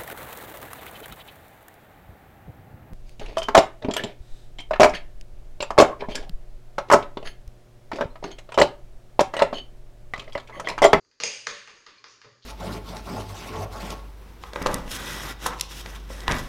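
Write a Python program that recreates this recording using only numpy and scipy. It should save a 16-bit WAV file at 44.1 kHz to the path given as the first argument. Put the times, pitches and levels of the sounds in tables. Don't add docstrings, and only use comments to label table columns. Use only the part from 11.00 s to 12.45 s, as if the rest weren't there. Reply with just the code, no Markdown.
import sys
import numpy as np
from scipy import signal
from scipy.fft import rfft, irfft
from scipy.io import wavfile
from scipy.ndimage import uniform_filter1d

SR = 44100
rng = np.random.default_rng(int(sys.argv[2]) if len(sys.argv) > 2 else 0)


def inscribe(sig):
    pcm = np.round(np.clip(np.atleast_2d(sig).T, -1, 1) * 32767)
    wavfile.write(sys.argv[1], SR, pcm.astype(np.int16))


N = 63945


def undb(db):
    return 10 ** (np.asarray(db) / 20)


def unit(x):
    return x / np.sqrt(np.mean(x ** 2))


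def mode(x, hz, t60_s):
    radius = np.exp(-np.log(1000) / (t60_s * SR))
    w = 2 * np.pi * hz / SR
    return signal.lfilter([np.sin(w)], [1, -2 * radius * np.cos(w), radius * radius], x)


def band(x, hz, q):
    b, a = signal.iirpeak(min(hz, .4 * SR), q, fs=SR)
    return signal.lfilter(b, a, x)


def curve(table, hz):
    table_hz, values = np.array(table).T
    return np.interp(np.log(hz), np.log(table_hz), values)


def level_db(table):
    return np.interp(np.arange(N) / SR, *np.array(table).T)


def walk(rate_hz):
    k = int(SR / rate_hz)
    steps = np.repeat(rng.standard_normal(N // k + 1), k)
    return 1.2 * uniform_filter1d(uniform_filter1d(steps, k), k)[:N]


def add(out, x, start_s):
    i = int(start_s * SR)
    out[..., i:i + x.shape[-1]] += x[..., :N - i]


def swell(length_s):
    u = np.linspace(0, 1, int(length_s * SR))
    return np.minimum(u / 0.079, 1) * (1 - u) ** 0.9


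def air():
    # (frequency [Hz], relative density [dB])
    spectrum = [(25, -11.5), (60, -2), (110, -4), (190, -4), (430, 3), (650, -10), (1500, -8), (2500, -15),
                (3600, -18.5), (4700, 1.5), (5400, -11), (6500, -6), (9000, -19)]
    # (time [s], level [dB])
    levels = [(0, -69), (.19, -70), (.5, -63), (1.45, -67)]
    f = np.maximum(np.fft.rfftfreq(N, 1 / SR), 10)
    noise = irfft(rfft(rng.standard_normal(N)) * undb(curve(spectrum, f)), N)
    return unit(noise) * undb(level_db(levels) + 0.58 * walk(20))


def fridge():
    hum_hz = 114.8
    # (time [s], level [dB])
    levels = [(0.0, -81), (0.242, -94), (0.394, -71), (0.45, -71), (0.508, -65), (0.6, -71), (0.81, -82),
              (1.05, -79), (1.45, -67.5)]
    phase = 2 * np.pi * np.cumsum(hum_hz * (1 + 0.028 * walk(14))) / SR
    return np.sqrt(2) * np.sin(phase) * undb(level_db(levels) + 3.6 * walk(25))


def knocks():
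    # (frequency [Hz], T60 [s], relative level [dB])
    body = [(129.4, 0.093, -6), (222.8, 0.02, -2), (392.4, 0.022, -9), (464, 0.055, -3.5), (592, 0.033, -4),
            (882, 0.023, -9.5), (1144, 0.015, 1), (1335, 0.0066, -5), (1640, 0.0076, -4.5),
            (1882, 0.0049, -1), (2343, 0.0043, -6.5), (2727, 0.006, -5.5), (3280, 0.0042, -12),
            (3680, 0.0057, -6.5), (4446, 0.0061, -6.5), (4950, 0.017, -7), (5540, 0.0013, -20),
            (6452, 0.018, -7), (7640, 0.0015, -13.5), (8670, 0.0014, -10), (9960, 0.0037, -16)]
    group_edges_hz = [300, 700, 1000, 1500, 2100, 2900, 4500, 5900]
    # (time [s], nine group levels [dB], crack re ring [dB], room feed [dB], contact [ms])
    knock_table = [(0.0476, -102, -104, -100, -88, -90, -92, -91, -80.5, -80.5, -1.5, -7, 0.81),
                   (0.1128, -100, -100, -98, -101, -83, -81.5, -82, -75.5, -84.5, -5.5, 0, 0.72),
                   (0.2014, -70, -61, -62, -63, -63.5, -53.5, -52, -47, -55.5, 1.5, 3.5, 0.21),
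                   (0.2352, -59.5, -48.5, -45.5, -71, -60, -38, -58.5, -35.5, -33, -3.5, -0.5, 0.72),
                   (0.466, -78, -81, -81, -65, -63.5, -59, -67, -68, -64.5, -9.5, 0.5, 0.76),
                   (0.4689, -64, -56, -63.5, -54, -48.5, -51.5, -47, -50.5, -45.5, 2.5, -1.5, 0.91),
                   (.674, -77, -72.5, -61, -67.5, -64.5, -60, -64, -64.5, -63, 0, 0.5, 0.65),
                   (0.8639, -83, -73, -78, -66.5, -66.5, -63, -62.5, -65, -68.5, -1, 0.5, 1.32),
                   (1.0408, -98, -74.5, -70, -65.5, -67.5, -65.5, -65, -59, -81, -0.5, 0.5, 1.01),
                   (1.2151, -87, -88, -84, -74.5, -69, -68, -68, -66, -75, 0, -1, .9),
                   (1.2441, -79, -68, -70, -71, -73, -82, -73, -71, -88, -2, 0, 1.9)]
    crack_q = 2.28
    out, t = np.zeros((2, N)), np.arange(4096) / SR
    click = 1. * (t == 0)
    for start_s, *groups_db, crack_db, room_db, contact_ms in knock_table:
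        hit, power = 0, 0
        contact = t * np.exp(-1000 * t / contact_ms)
        noises = rng.standard_normal((len(body), 2, len(t)))
        for (hz, t60_s, db), (noise, grit) in zip(body, noises):
            gain = undb(db + groups_db[np.searchsorted(group_edges_hz, hz)])
            detuned_hz = hz * (1 + 0.028 * noise[0])
            ring = band(mode(contact * noise, detuned_hz, t60_s), hz, 1.36)
            crack = band(band(contact * grit, hz, crack_q), hz, crack_q)
            hit = hit + gain * (unit(ring) + undb(crack_db) * unit(crack))
            click_ring = unit(band(mode(click, hz, t60_s), hz, 1.55))
            click_crack = unit(band(band(click, hz, crack_q), hz, crack_q))
            ring_power = abs(rfft(click_ring)) ** 2
            crack_power = abs(undb(crack_db) * rfft(click_crack)) ** 2
            power = power + gain ** 2 * (ring_power + crack_power)
        sent = irfft(np.sqrt(power) * np.exp(1j * np.angle(rfft(hit))))
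        add(out, np.array([hit, undb(room_db) * sent]), start_s)
    return out


def room(x):
    # (frequency [Hz], T60 [s])
    decay = [(100, 0.4), (400, 0.1747), (1200, .5), (2500, 0.53), (5000, 0.5357), (7000, 0.14),
             (10000, 0.54)]
    # (delay [s], level [dB])
    echoes = [(.0025, -11), (.0075, -17.5), (.021, -13), (0.03, -12.5), (0.04, -11)]
    tail_db, build_s = 0.5, 0.0027
    late_db, late_t60_s = -23.5, 1.6
    t, ir = np.arange(SR) / SR, 0
    late = undb(late_db - 60 * t / late_t60_s)
    for hz in 60 * 2 ** np.arange(0, 7.6, .5):
        noise = band(rng.standard_normal(SR), hz, 2.3)
        ir = ir + noise * (np.exp(-np.log(1000) * t / curve(decay, hz)) + late)
    ir = ir * (1 - np.exp(-t / build_s))
    ir = ir * undb(tail_db) / np.sqrt(np.sum(ir ** 2))
    for delay_s, db in echoes:
        ir[int(delay_s * SR)] += undb(db)
    return signal.fftconvolve(x, ir)[:N]


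def slops():
    # (start [s], length [s], base level [dB], centre pitch [Hz])
    slop_table = [(0.246, 0.097, -50.5, 487), (0.497, 0.057, -46, 500), (0.701, 0.11, -61.5, 411),
                  (1.058, .07, -67, 437), (0.883, .06, -59, 358), (1.246, 0.05, -54.5, 453)]
    bubbles_per_s, life_cycles, log_pitch_spread, size_range_db = 120.2, 9, 0.24, 6.3
    out, t = np.zeros(N), np.arange(2048) / SR
    for start_s, length_s, db, hz in slop_table:
        env, chance = swell(length_s), rng.random((24, 3))
        count = max(int(bubbles_per_s * length_s), 1)
        for when, pitch, size in chance[:count]:
            bubble_hz = hz * np.exp(log_pitch_spread * (2 * pitch - 1))
            life_s = life_cycles / bubble_hz
            tone = np.sin(2 * np.pi * bubble_hz * t * (1 + 0.035 * t / life_s))
            bubble = tone * np.exp(-3 * t / life_s)
            gain = undb(db + size_range_db * size) * env[int(when * len(env))]
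            add(out, gain * bubble, start_s + when * length_s)
    return out


def rounded(table):
    glide = 0.04
    out = np.zeros(N)
    for start_s, length_s, hz, db in table:
        t = np.arange(int(length_s * SR)) / SR
        env = np.sin(np.pi * t / length_s) ** 2
        tone = np.sin(2 * np.pi * hz * t * (1 + glide * (t / length_s - 1)))
        add(out, undb(db) * env * tone, start_s)
    return out


def drips():
    # (start [s], length [s], pitch [Hz], peak level [dB])
    drip_table = [(.979, 0.012, 4290, -51), (.992, 0.0045, 4950, -50.5)]
    return rounded(drip_table)


def scrapes():
    # (start [s], length [s], level [dB], resonance [Hz])
    scrape_table = [(1.069, 0.1, -58.5, 5550), (1.419, 0.078, -56.5, 4020)]
    clicks_per_s, scatter_db, q = 500, 1, 1.95
    out = np.zeros(N)
    for start_s, length_s, db, hz in scrape_table:
        chance, size = rng.random((2, 8192))
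        clicks = (chance < clicks_per_s / SR) * undb(-scatter_db * np.log(size))
        clicks = clicks + 0.041 * (size - .5)
        env = swell(length_s)
        rasp = unit(band(band(clicks, hz, q), hz, q))
        add(out, undb(db) * env * rasp[:len(env)], start_s)
    return out


def thumps():
    # (start [s], length [s], pitch [Hz], peak level [dB])
    thump_table = [(1.25, 0.042, 129, -53.5), (1.308, 0.038, 122.5, -57)]
    return rounded(thump_table)


def scene():
    drip_room_db = -10
    direct, sent = knocks()
    wet, drip = slops() + scrapes(), drips()
    reverb = room(sent + wet + undb(drip_room_db) * drip)
    return (air() + fridge() + direct + reverb + wet + drip + thumps())[None]


def record(dry):
    # (frequency [Hz], gain [dB])
    mic = [(30, 2), (150, -2.5), (400, -0.5), (620, 0), (760, -3), (960, -0.5), (7000, 0.5), (7500, -11.5),
           (9000, -14.5), (10000, -19)]
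    top_hz = 9950
    f = np.maximum(np.fft.rfftfreq(2 * N, 1 / SR), 10)
    coloured = irfft(rfft(dry, 2 * N) * undb(curve(mic, f)))[:, :N]
    return signal.sosfilt(signal.ellip(14, .3, 90, top_hz, fs=SR, output="sos"), coloured)


dry = scene()
out = record(dry)
inscribe(out)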